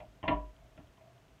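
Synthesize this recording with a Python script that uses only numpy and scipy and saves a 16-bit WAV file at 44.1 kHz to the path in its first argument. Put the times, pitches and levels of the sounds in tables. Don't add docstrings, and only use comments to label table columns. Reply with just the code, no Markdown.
import sys
import numpy as np
from scipy import signal
from scipy.fft import rfft, irfft
from scipy.io import wavfile

SR = 44100
rng = np.random.default_rng(int(sys.argv[2]) if len(sys.argv) > 2 else 0)


def nominal_scale(level):
    x = np.asarray(level, float) / 20
    return 10 ** x


def log_audio(samples):
    frames = np.atleast_2d(samples).T
    limited = np.clip(frames, -1, 1)
    pcm = np.round(limited * 32767).astype(np.int16)
    wavfile.write(sys.argv[1], SR, pcm)


N = 61739

# (frequency [Hz], density [dB per Hz])
CRACK_COLOUR = [(250, -2.5), (700, -3), (1080, -9), (1530, -10), (1980, -9), (2900, -6.5), (3800, -21.5),
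                (6500, -54)]
PRESS_S = 0.504


def evened(x):
    return x / np.sqrt(np.mean(x ** 2) + 1e-20)


def read(points, hz):
    f, value = np.transpose(points)
    return np.interp(np.log(hz + 1), np.log(f + 1), value)


def add(mix, s, sound):
    part = mix[max(round(s * SR), 0):][:len(sound)]
    part += sound[:len(part)]


def coloured(x, spectrum):
    gain = nominal_scale(read(spectrum, np.fft.rfftfreq(len(x), 1 / SR)))
    return evened(irfft(rfft(x) * gain, len(x)))


def fuzzy(hz, width_hz):
    r = np.exp(-np.pi * abs(width_hz) / SR)
    low = [1, 1j] @ rng.standard_normal((2, N + SR))
    for _ in range(2):
        low = signal.lfilter([1], [1, -r], low)
    low = low[SR:]
    return evened((low * np.exp(2j * np.pi * hz * np.arange(N) / SR)).real)


def room_air():
    # (frequency [Hz], density [dB per Hz])
    air_colour = [(20, -26.5), (60, -11), (119, -8), (150, -11), (600, -18.5), (1000, -21.5), (3300, -29.5),
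                  (4800, -44)]
    # (frequency [Hz], width [Hz], level [dB])
    hum_tones = [(120.1, 12, -68), (49.6, 16, -72.5), (278.4, 24, -81.5)]
    # (time [s], level [dB])
    drone_levels = [(0, -68.5), (.1, -70.5), (.5, -77), (.62, -67), (.74, -72.5), (.9, -69), (.97, -82),
                    (1.02, -65.5), (1.17, -66), (1.25, -75), (1.4, -75)]
    air = nominal_scale(-65) * coloured(rng.standard_normal(N + 1), air_colour)[:N]
    hums = sum(nominal_scale(db) * fuzzy(hz, width_hz) for hz, width_hz, db in hum_tones)
    s, db = np.transpose(drone_levels)
    drone = nominal_scale(np.interp(np.arange(N) / SR, s, db) + 0.5) * fuzzy(hz=655, width_hz=70)
    return air + hums + drone


def ticks():
    start_s, every_s = 0.0530, 0.10243
    tick_hz, tick_db, spread_db, t60 = 3070, -58.5, 1.5, 0.009
    out, t = np.zeros(N), np.arange(1500) / SR
    for k, (size, pitch) in enumerate(rng.standard_normal((14, 2))):
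        tick = np.sin(2 * np.pi * tick_hz * (1 + 0.02 * pitch) * t) * np.minimum(t / 0.00033, 1)
        add(out, start_s + k * every_s, tick * nominal_scale(tick_db + spread_db * size - 60 * t / t60))
    return out


def pressed(s, t):
    press_db_per_s = 303
    return nominal_scale(-press_db_per_s * np.maximum(s + t - PRESS_S, 0) * (s < PRESS_S))


def floor_booms():
    # (start [s], pitch [Hz], level [dB], rise [s], t60 [s])
    boom_events = [(.0, 55.2, -54, 0.017, 0.18), (.07, 51, -55, 0.02, 0.31), (0.231, 95, -39.5, 0.01, .1),
                   (0.264, 70.5, -40, 0.012, 0.11), (0.295, 81.9, -36, 0.021, 0.076),
                   (0.3234, 50.4, -34, 0.027, 0.64), (0.531, 53.6, -57.5, 0.018, 0.53),
                   (0.581, 50.8, -59.5, 0.048, 0.36), (0.629, 56, -52.5, 0.015, 0.12),
                   (0.699, 43.2, -60.5, .03, 0.32), (0.779, 77, -54.5, 0.027, 0.1),
                   (0.829, 70, -57, 0.011, 0.18), (0.878, 51.8, -56.5, 0.021, 0.16),
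                   (1.29, 54.1, -59.5, .03, 0.36)]
    out, t = np.zeros(N), np.arange(SR) / SR
    for s, hz, db, rise, t60 in boom_events:
        swell = np.sin(np.pi / 2 * np.minimum(t / rise, 1)) ** 2 * pressed(s, t)
        level = nominal_scale(db - 60 * np.maximum(t - rise, 0) / t60)
        add(out, s, -swell * level * np.sin(2 * np.pi * hz * t))
    return out


def snaps():
    # (time [s], level [dB])
    snap_events = [
        (.0030, -45),
        (.2805, -22),
        (.2858, -26),
        (0.776, -53),
    ]
    # (frequency [Hz], level [dB], t60 [s])
    edge_modes = [(2000, -1.5, 0.016), (2926, -5, 0.019), (3340, -10, 0.019), (4074, -18.5, 0.011),
                  (5460, -43.5, 0.024)]
    out, t = np.zeros(N), np.arange(3000) / SR
    attack = np.sin(np.pi / 2 * np.minimum(t / 0.0011, 1)) ** 2
    modes = sum(nominal_scale(db - 60 * t / t60) * np.sin(2 * np.pi * hz * t) for hz, db, t60 in edge_modes)
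    for s, db in snap_events:
        add(out, s, nominal_scale(db) * attack * modes)
    return out


def ring(modes, s, t):
    rise_s, spread_db = 0.0012, 5
    hz, db, t60 = np.transpose(modes)[:, :, None]
    level = db + spread_db * rng.standard_normal((len(modes), 1))
    lines = nominal_scale(level - 60 * t / t60) * np.sin(2 * np.pi * hz * (t + s))
    return lines.sum(0) * (1 - np.exp(-(t / rise_s) ** 2))


def tile_tail(noise):
    # (frequency [Hz], t60 [s])
    tile_decay = [(400, 0.4), (1500, 0.3), (3000, 0.23), (5000, 0.15)]
    hz, t, z = signal.stft(coloured(noise, CRACK_COLOUR), SR, nperseg=256)
    z = z * nominal_scale(-60 * t / read(tile_decay, hz)[:, None])
    return signal.istft(z, SR, nperseg=256)[1][:len(noise)]


def crack_sound(s, t, crack_db):
    # (frequency [Hz], level [dB], t60 [s])
    rim_modes = [(1368.5, -6, 0.17), (1707, -7.5, 0.09), (1800, -4.5, .15), (1888, -3.5, 0.08),
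                 (2060, -8, 0.11), (2176, -6, 0.095), (2420, -2.5, 0.083), (2727, -6, 0.11),
                 (2767, -7.5, 0.1), (2922, -12, 0.18), (3104, -9.5, 0.13), (3560, -14.5, 0.11),
                 (4120, -22, 0.16)]
    burst_t60, tile_db, rim_db = 0.039, -7.5, -11
    dull_hz, dull_db_per_db = 3460, 3
    burst = coloured(rng.standard_normal(len(t)), CRACK_COLOUR) * nominal_scale(-60 * t / burst_t60)
    crack = burst + nominal_scale(tile_db) * tile_tail(rng.standard_normal(len(t)))
    crack = crack + nominal_scale(rim_db) * ring(rim_modes, s, t)
    octaves_over = np.log2(np.maximum(np.fft.rfftfreq(len(t), 1 / SR) / dull_hz, 1))
    dulling = nominal_scale(dull_db_per_db * (crack_db + 30) * octaves_over)
    return irfft(rfft(crack * np.minimum(t / 0.0018, 1)) * dulling, len(t))


def seat_thud(s, t):
    # (frequency [Hz], level [dB], t60 [s])
    seat_modes = [(131.85, -10.5, .08), (159.6, -9.5, .09), (180, -12, .25), (256.5, -0.5, 0.059),
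                  (292.7, -9, 0.31), (313.4, 0, 0.064)]
    # (frequency [Hz], density [dB per Hz])
    thud_colour = [(50, -15), (80, -2.5), (160, 5.5), (310, 5.5), (420, -3.5), (900, -51)]
    rise_s, t60, noise_db = 0.005, 0.2, -4
    rumble = coloured(rng.standard_normal(len(t)), thud_colour)
    rumble = rumble * (1 - np.exp(-t / rise_s)) * nominal_scale(noise_db - 60 * t / t60)
    return ring(seat_modes, s, t) + rumble


def bowl_ring(s, t):
    # (frequency [Hz], level [dB], t60 [s])
    bowl_modes = [(400, -20, 0.23), (617.5, -5.5, 0.4), (633, -10, 0.24), (654.4, -5.5, 0.22),
                  (712.7, -1, 0.076), (785, -9.5, 0.11)]
    # (frequency [Hz], density [dB per Hz])
    hollow_colour = [(400, -25.5), (560, 3), (700, 8.5), (880, -2), (1150, -13.5), (1400, -47.5)]
    t60 = 0.2
    hollow = coloured(rng.standard_normal(len(t)), hollow_colour)
    return ring(bowl_modes, s, t) + hollow * np.minimum(t / 0.0064, 1) * nominal_scale(-60 * t / t60)


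def lid():
    # (time [s], bowl ring [dB], lid ring [dB], crack [dB], thud [dB])
    lid_contacts = [(.0015, -50, -62, -50.5, -64), (.012, -49, -79, -68, -64), (.026, -50.5, -72, -73, -72),
                    (.057, -65, -73, -71, -57.5), (.2285, -48.5, -47, -44, -52),
                    (.2375, -41.5, -46.5, -46.5, -43.5), (.252, -57.5, -44, -57.5, -59),
                    (.2775, -40, -45, -32.5, -47.5), (.2805, -50.5, -41.5, -32.5, -41.5),
                    (.2850, -38, -43.5, -41, -36), (.2925, -46.5, -49.5, -40, -33),
                    (.3065, -45, -36, -51, -38.5), (0.3132, -50, -43.5, -49.5, -47),
                    (.3250, -41.5, -41.5, -60, -58), (0.394, -63, -54, -73, -57.5),
                    (.770, -76, -80, -83, -62), (.7765, -59, -76, -54, -70), (0.788, -70, -71, -72, -48),
                    (0.796, -59, -63.5, -66, -53.5), (.835, -73, -86, -87, -78), (.976, -69, -64, -67, -80),
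                    (1.01, -64, -73, -65, -78), (1.05, -72, -76, -68, -82)]
    # (frequency [Hz], level [dB], t60 [s])
    lid_modes = [(969.8, -1, 0.18), (988, -10, .3), (1047, -8, 0.11), (1055, -5.5, 0.074),
                 (1093, -10.5, .15), (1134, -13, 0.18)]
    let_go_s, held_db_per_s = 0.2, 246
    top_hz = 5500
    out, t = np.zeros(N), np.arange(SR // 2) / SR
    for s, bowl_db, lid_db, crack_db, thud_db in lid_contacts:
        contact = nominal_scale(bowl_db) * bowl_ring(s, t)
        contact = contact + nominal_scale(lid_db) * ring(lid_modes, s, t)
        contact = contact + nominal_scale(crack_db) * crack_sound(s, t, crack_db)
        contact = contact + nominal_scale(thud_db) * seat_thud(s, t)
        held = nominal_scale(-held_db_per_s * t * (s < let_go_s or s > PRESS_S))
        add(out, s, held * pressed(s, t) * contact)
    return signal.sosfilt(signal.butter(4, top_hz, fs=SR, output="sos"), out)


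def scene():
    return (room_air() + ticks() + floor_booms() + snaps() + lid())[None]


def band_limit(x):
    return signal.sosfilt(signal.butter(12, 15350, fs=SR, output="sos"), x)


def record(dry):
    # (frequency [Hz], density [dB per Hz])
    hiss_colour = [(1500, 2.5), (4900, 0.5), (6300, 0.5), (8000, -4.5), (9800, -10), (10500, -28),
                   (11300, -10), (15500, -24)]
    hiss = nominal_scale(-76) * coloured(rng.standard_normal(N + 1), hiss_colour)[:N]
    return band_limit(dry + hiss)


dry = scene()
out = record(dry)
log_audio(out)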